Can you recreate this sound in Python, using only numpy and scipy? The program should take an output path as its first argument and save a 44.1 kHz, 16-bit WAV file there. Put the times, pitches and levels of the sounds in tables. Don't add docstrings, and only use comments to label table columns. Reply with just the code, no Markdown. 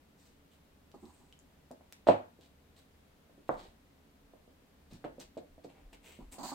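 import sys
import numpy as np
from scipy import signal
from scipy.fft import rfft, irfft, next_fast_len
from scipy.io import wavfile
from scipy.ndimage import uniform_filter1d, map_coordinates

SR = 44100
rng = np.random.default_rng(int(sys.argv[2]) if len(sys.argv) > 2 else 0)


def pcm_store(signal):
    levels = np.round(np.clip(np.atleast_2d(signal), -1, 1) * 32767)
    wavfile.write(sys.argv[1], SR, levels.astype(np.int16).T)


N = 288722

# [freq_hz, correlation]
AIR_SPECTRUM = [(12, -38.5), (20, -4), (44, -11), (81, 0.5), (113, -19.5), (133, -7), (233, -7.5),
                (254, -10), (284, -3), (308, -14.5), (408, -12.5), (1210, -21.5), (3800, -27.5),
                (5470, -32), (15800, -37.5)]
AIR_CORRELATION = [(60, 0.93), (200, 0.92), (380, 0.51), (700, .22), (1300, 0)]
AIR_LEVEL_DB = -64
# [freq_hz, level_db]
HUM_TONES = [(75, -82), (144, -85.5), (280, -84.5)]
# [freq_hz, relative_level_db]
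MIC_HISS_SPECTRUM = [(7000, -23), (10500, -13), (11800, -3), (12900, 7), (13200, 0.5), (13600, 10.5),
                     (15500, -1.5)]

# [freq_hz, correlation]
ROOM_DECAY = [(100, 0.24), (300, 0.27), (700, 0.24), (1500, 0.36), (4000, 0.28), (12000, 0.18)]
ECHO_CORRELATION = [(120, 0.96), (260, 1), (420, -0.52), (650, 0.18), (1200, -0.67), (2200, -0.39),
                    (4500, -0.56)]

# [full_s, level_db, hold_s, tilt_db_per_octave, rasp_hz]
SCUFF_EVENTS = [(.17, -71.5, 0.067, 2.5, 5070), (.52, -72.5, 0.024, 2, 3170), (1.039, -74.5, 0.16, 1, 8300),
                (2.076, -34, .014, -6.5, 3760), (2.092, -44.5, .035, -7, 2640),
                (2.418, -68, 0.0336, 0, 3900), (2.77, -67.5, 0.0263, 1, 3940),
                (3.492, -68.5, 0.049, 0.5, 3680), (3.585, -59.5, 0.048, -2, 4200),
                (4.915, -64, 0.033, -1, 4400), (5.045, -44.5, 0.0013, -7, 3280),
                (5.202, -54.5, 0.016, 0, 4770), (5.375, -59, 0.0053, -2.5, 4270),
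                (5.642, -62, 0.0053, -0.5, 4800), (5.695, -66, .02, -4, 2820),
                (5.76, -66.5, 0.043, -6, 2370), (5.931, -57.5, 0.0083, -0.5, 2640),
                (6.055, -59, 0.067, 1, 2550), (6.324, -54, 0.018, 2, 8900)]
# [freq_hz, relative_level_db]
FUR_SPECTRUM = [(60, -18.5), (280, 9), (800, 4.5), (1300, -4.5), (2500, -1), (4300, -4.5), (5600, -9),
                (8400, -3), (9500, -15.5), (14000, -14)]
SCUFF_RISE_S, RISE_S_PER_HOLD_S = .0015, 0.29
SCUFF_FALL_S, FALL_S_PER_HOLD_S = 0.024, 1.4

# [start_s, level_db, pitch_hz, width_hz]
TICK_EVENTS = [(.917, -48.5, 3300, 2000), (1.055, -50, 4220, 1300), (1.326, -44.5, 3100, 350),
               (1.391, -47.5, 7200, 800), (1.714, -45.5, 5940, 4520), (1.925, -31, 2000, 7900),
               (2.411, -50, 3826, 1205), (4.935, -44, 5063, 3012), (5.201, -38, 6300, 1200)]

# [start_s, level_db, sharpness_hz, spot_hz]
THUMP_EVENTS = [(.943, -46.5, 560, 330), (1.708, -42, 600, 220), (1.712, -40, 890, 244),
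                (1.809, -51, 1100, 910), (2.070, -17, 1005, 750), (2.087, -6.5, 950, 600),
                (2.101, -16.5, 800, 906), (2.389, -50, 379, 400), (3.295, -55, 600, 650),
                (3.379, -51, 394, 336), (3.4924, -17, 1120, 1170), (3.655, -48, 600, 720),
                (4.336, -46.5, 600, 600), (4.477, -51, 419.4, 456), (4.925, -43, 197, 104),
                (5.042, -34, 1850, 1580), (5.0482, -28.5, 626, 345), (5.182, -40.5, 450, 560),
                (5.3691, -33, 520, 570), (5.380, -34.5, 504, 610), (5.580, -48, 520, 650),
                (5.646, -39, 558, 475), (5.650, -40, 514, 350), (6.189, -43.5, 337, 230),
                (6.383, -41.5, 1100, 800)]
# [freq_hz, width_hz, gain_db]
PLANK_MODES = [(111.7, 24, -28.5), (262, 21, -7), (345, 150, -2), (520, 120, 1), (610, 130, 4),
               (670, 91, -7), (950, 200, -14), (1300, 180, -20), (1760, 450, -22)]
# [freq_hz, level_db, t60_s]
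FLOOR_RINGING = [(103, -15, 0.32), (145.4, -14, 0.33), (276, -3, 0.19), (350, -10.5, 0.34),
                 (451.3, -10, 0.27), (503, -6.5, 0.3), (570.7, -7, 0.1), (589, -3, 0.21), (627, -5, 0.21),
                 (716, -6.5, 0.31), (854, -9.5, 0.27), (887, -7.5, 0.357), (992, -8.5, .22),
                 (2000, -11.5, 0.21)]
PAD_HZ, WEIGHT_DB, WEIGHT_DB_PER_OCTAVE = 600, 5, 7.5

# [full_s, level_db, hold_s, sliding_speed_0_to_1]
RUB_STROKES = [(0.943, -51, 0.011, 0.21), (1.031, -52.5, 0.038, 0), (1.08, -60, .025, 0.36),
               (1.2, -64, 0.032, 0.2), (6.199, -55, 0.025, 0.19), (6.318, -59.5, 0.082, 0.39),
               (6.386, -44, 0.033, .52), (6.433, -41.5, 0.027, 0.7), (6.467, -44.5, 0.039, .95),
               (6.52, -41, .012, 0.53)]
RUB_RISE_S, RUB_FALL_S = 0.0032, 0.061
FLEXING, SCRAPING, HISSING = (.02, 11.6), (0.6, 20.5), (0.88, 33)
# [freq_hz, width_hz, gain_db]
BODY_FLEX_MODES = [(259, 76, 0.5), (351, 58, -8.5)]
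# [freq_hz, width_hz, gain_db]
CASE_MODES = [(800, 210, -0.5), (962, 62, -1), (1180, 37, -12)]
# [freq_hz, relative_level_db]
FINGER_HISS_SPECTRUM = [(1000, -22.5), (1600, -3.5), (2600, -10), (3500, -8), (4500, 2.5), (5500, -11),
                        (7300, -0.5), (8500, -6), (9500, -17), (15000, -14.5)]
# [full_s, level_db]
AIR_PUFFS = [(3.53, -61), (4.22, -71), (4.909, -56.5), (5.251, -77), (5.52, -65), (5.84, -58),
             (6.219, -55.5)]
PUFF_RISE_S, PUFF_HOLD_S, PUFF_FALL_S = 0.017, 0.039, 0.29

# [freq_hz, left_minus_right_db]
PORT_DIFFERENCE = [(100, 0.5), (280, -0.5), (600, -1), (1000, 0.5), (2000, 3.5), (4500, -1.5), (7500, 2),
                   (12000, 1.5)]
TOP_HZ = 15850


def amp(db):
    return 10 ** (np.asarray(db) / 20)


def unit(x):
    return x / np.sqrt(np.mean(x ** 2) + 1e-20)


def along(points, hz):
    freq_hz, values = np.transpose(points)
    return np.interp(np.log(hz + 1), np.log(freq_hz), values)


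def wobble(knots_per_s):
    knots = rng.standard_normal(int(N * knots_per_s / SR) + 4)
    return map_coordinates(knots, [np.arange(N) * knots_per_s / SR])


def filtered(x, response):
    n = x.shape[-1]
    padded = next_fast_len(n + 8192)
    spectrum = rfft(x, padded) * response(np.fft.rfftfreq(padded, 1 / SR))
    return irfft(spectrum, padded)[..., :n]


def resonances(modes, f):
    return sum(amp(gain_db) * 1j * f * width_hz / (hz * hz - f * f + 1j * f * width_hz)
               for hz, width_hz, gain_db in modes)


def spread(pair, correlation):
    def mix(f):
        angle = np.arccos(np.clip(along(correlation, f), -1, 1)) / 2
        return np.array([np.cos(angle), np.sin(angle)])

    mid, side = filtered(pair, mix)
    return np.array([mid + side, mid - side])


def add(track, start_s, x):
    part = track[..., max(round(start_s * SR), 0):][..., :x.shape[-1]]
    part += x[..., :part.shape[-1]]


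def swell(t, rise_s, hold_s, fall_s):
    rise = np.exp(-(np.minimum(t, 0) / rise_s) ** 2)
    return rise * amp(-20 * np.maximum(t - hold_s, 0) / fall_s)


def friction(shape, grain_db):
    clumps = unit(uniform_filter1d(rng.standard_normal(shape), size=48))
    return unit(rng.standard_normal(shape) * amp(grain_db * clumps))


def echoes(x, early_db, early_t60_s, gap_s):
    hz, t, noise = signal.stft(rng.standard_normal((2, SR // 2)), SR, nperseg=256)
    late = amp(-60 * t / along(ROOM_DECAY, hz)[:, None])
    early = amp(early_db - 60 * t / early_t60_s)
    tail = spread(signal.istft(noise * (late + early), SR, nperseg=256)[1], ECHO_CORRELATION)
    tail *= np.arange(tail.shape[1]) / SR > gap_s
    wet = signal.fftconvolve(x[None], tail, axes=1)[:, :len(x)]
    return unit(wet) * np.sqrt(np.mean(x ** 2))


def room_tone(mic_hiss_db=-85):
    air = spread(rng.standard_normal((2, N)), AIR_CORRELATION)
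    air = unit(filtered(air, lambda f: amp(along(AIR_SPECTRUM, f))))
    t = np.arange(N) / SR
    hum = sum(amp(db + 1.5 * wobble(5.2)) * np.sin(2 * np.pi * hz * t + .9 * wobble(5.2))
              for hz, db in HUM_TONES)
    mic_hiss = unit(filtered(rng.standard_normal((2, N)), lambda f: amp(along(MIC_HISS_SPECTRUM, f))))
    return amp(AIR_LEVEL_DB + .3 * wobble(2)) * air + hum + amp(mic_hiss_db) * mic_hiss


def scuffs(echo_db=-1, rasp_db=7):
    out = np.zeros((2, N))
    t = np.arange(int(SR * .8)) / SR - .2
    for full_s, level_db, hold_s, tilt_db, rasp_hz in SCUFF_EVENTS:
        def colour(f):
            rasp = rasp_db * np.exp(-(np.log2((f + 1) / rasp_hz) / 0.47) ** 2)
            tilt = tilt_db * np.log2(np.maximum(f, 1000) / 3000)
            return amp(along(FUR_SPECTRUM, f) + rasp + tilt)

        slips = unit(filtered(friction(len(t), grain_db=3), colour))
        rise_s = SCUFF_RISE_S + RISE_S_PER_HOLD_S * hold_s
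        fall_s = SCUFF_FALL_S + FALL_S_PER_HOLD_S * hold_s
        stroke = slips * swell(t, rise_s, hold_s, fall_s)
        wet = echoes(stroke, early_db=1.5, early_t60_s=0.08, gap_s=0.001403)
        add(out, full_s + t[0], amp(level_db) * (stroke + amp(echo_db) * wet))
    return out


def ticks(echo_db=0):
    out, t = np.zeros((2, N)), np.arange(SR // 3) / SR
    for start_s, level_db, pitch_hz, width_hz in TICK_EVENTS:
        scratch = 0.054 * rng.standard_normal(len(t)) * amp(-60 * t / 0.011)
        burst = (t == 0) + scratch
        click = filtered(burst, lambda f: resonances([(pitch_hz, width_hz, 0)], f))
        click /= np.abs(click).max()
        wet = echoes(click, early_db=6.5, early_t60_s=0.042, gap_s=0.0045)
        add(out, start_s, amp(level_db) * (click + amp(echo_db) * wet))
    return out


def boost(f, hz, width_hz, gain_db):
    return 1 + (amp(gain_db) - 1) * resonances([(hz, width_hz, 0)], f)


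def thumps(echo_db=1, ring_db=-19, spot_db=5, underlay_hz=2200):
    out, t = np.zeros((2, N)), np.arange(SR // 2) / SR
    for start_s, level_db, sharp_hz, spot_hz in THUMP_EVENTS:
        weight_db = WEIGHT_DB + WEIGHT_DB_PER_OCTAVE * np.log2(PAD_HZ / sharp_hz)

        def drive(f):
            pad = 1 / (1 + 1.3j * f / sharp_hz - (f / sharp_hz) ** 2) / (1 + .4j * f / sharp_hz)
            underlay = 1 / (1 + 1j * f / underlay_hz - (f / underlay_hz) ** 2)
            spot = boost(f, spot_hz, spot_hz / 4, spot_db)
            joists = boost(f, 160, 140, weight_db)
            return pad * underlay * spot * joists

        knock = filtered(1. * (t == 0), lambda f: -drive(f) * resonances(PLANK_MODES, f))
        knock /= np.abs(knock).max()

        def phase_cycles(hz):
            start = rng.random()
            side = rng.choice([-1, 1]) * np.array([[1], [-1]])
            return start + side * np.minimum(hz / 5500, .125)

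        ring = 0
        for hz, mode_db, t60_s in FLOOR_RINGING:
            strength = abs(drive(hz)) * amp(mode_db + rng.normal(0, 1) - 60 * t / t60_s)
            ring = ring + strength * np.sin(2 * np.pi * (hz * t + phase_cycles(hz)))
        ring *= amp(ring_db) * (1 - np.exp(-t / 0.0026))
        wet = echoes(knock, early_db=-0.5, early_t60_s=0.032, gap_s=.002)
        direct = knock * amp([[-.5], [.5]])
        add(out, start_s, amp(level_db) * (direct + ring + amp(echo_db) * wet))
    return out


def rubbing(best_speed, loss_db):
    t = np.arange(N) / SR
    strokes = [amp(level_db - loss_db * abs(speed - best_speed))
               * swell(t - full_s, RUB_RISE_S, hold_s, RUB_FALL_S)
               for full_s, level_db, hold_s, speed in RUB_STROKES]
    return np.max(strokes, axis=0)


def draught():
    t = np.arange(N) / SR
    return sum(amp(level_db) * swell(t - full_s, PUFF_RISE_S, PUFF_HOLD_S, PUFF_FALL_S)
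               for full_s, level_db in AIR_PUFFS)


def handling(base_slips_per_s=260, smooth_db=-6):
    slip_count = np.floor(np.cumsum(base_slips_per_s * amp(4 * wobble(150))) / SR)
    slips = np.diff(slip_count, prepend=0) * amp(2.4 * wobble(120))
    drive = unit(slips - slips.mean()) + amp(smooth_db) * friction((2, N), grain_db=0.5)
    flex = unit(filtered(drive, lambda f: resonances(BODY_FLEX_MODES, f) / (1 + (f / 450) ** 4)))
    scrape = unit(filtered(drive, lambda f: resonances(CASE_MODES, f) / (1 + (f / 1350) ** 8)))
    hiss = unit(filtered(friction((2, N), grain_db=1.5),
                         lambda f: amp(along(FINGER_HISS_SPECTRUM, f)) * f / (f + 300)))
    rumble = unit(filtered(rng.standard_normal(N), lambda f: resonances([(35.1, 21, 0)], f) ** 2))
    rub = rubbing(*FLEXING) * flex + rubbing(*SCRAPING) * scrape + rubbing(*HISSING) * hiss
    return rub * amp([[-1.5], [1.5]]) + draught() * rumble


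def scene():
    return room_tone() + scuffs() + ticks() + thumps() + handling()


def record(dry):
    def ports(f):
        return amp(np.outer([.5, -.5], along(PORT_DIFFERENCE, f))) * (f < TOP_HZ)

    return filtered(dry, ports)


dry = scene()
out = record(dry)
pcm_store(out)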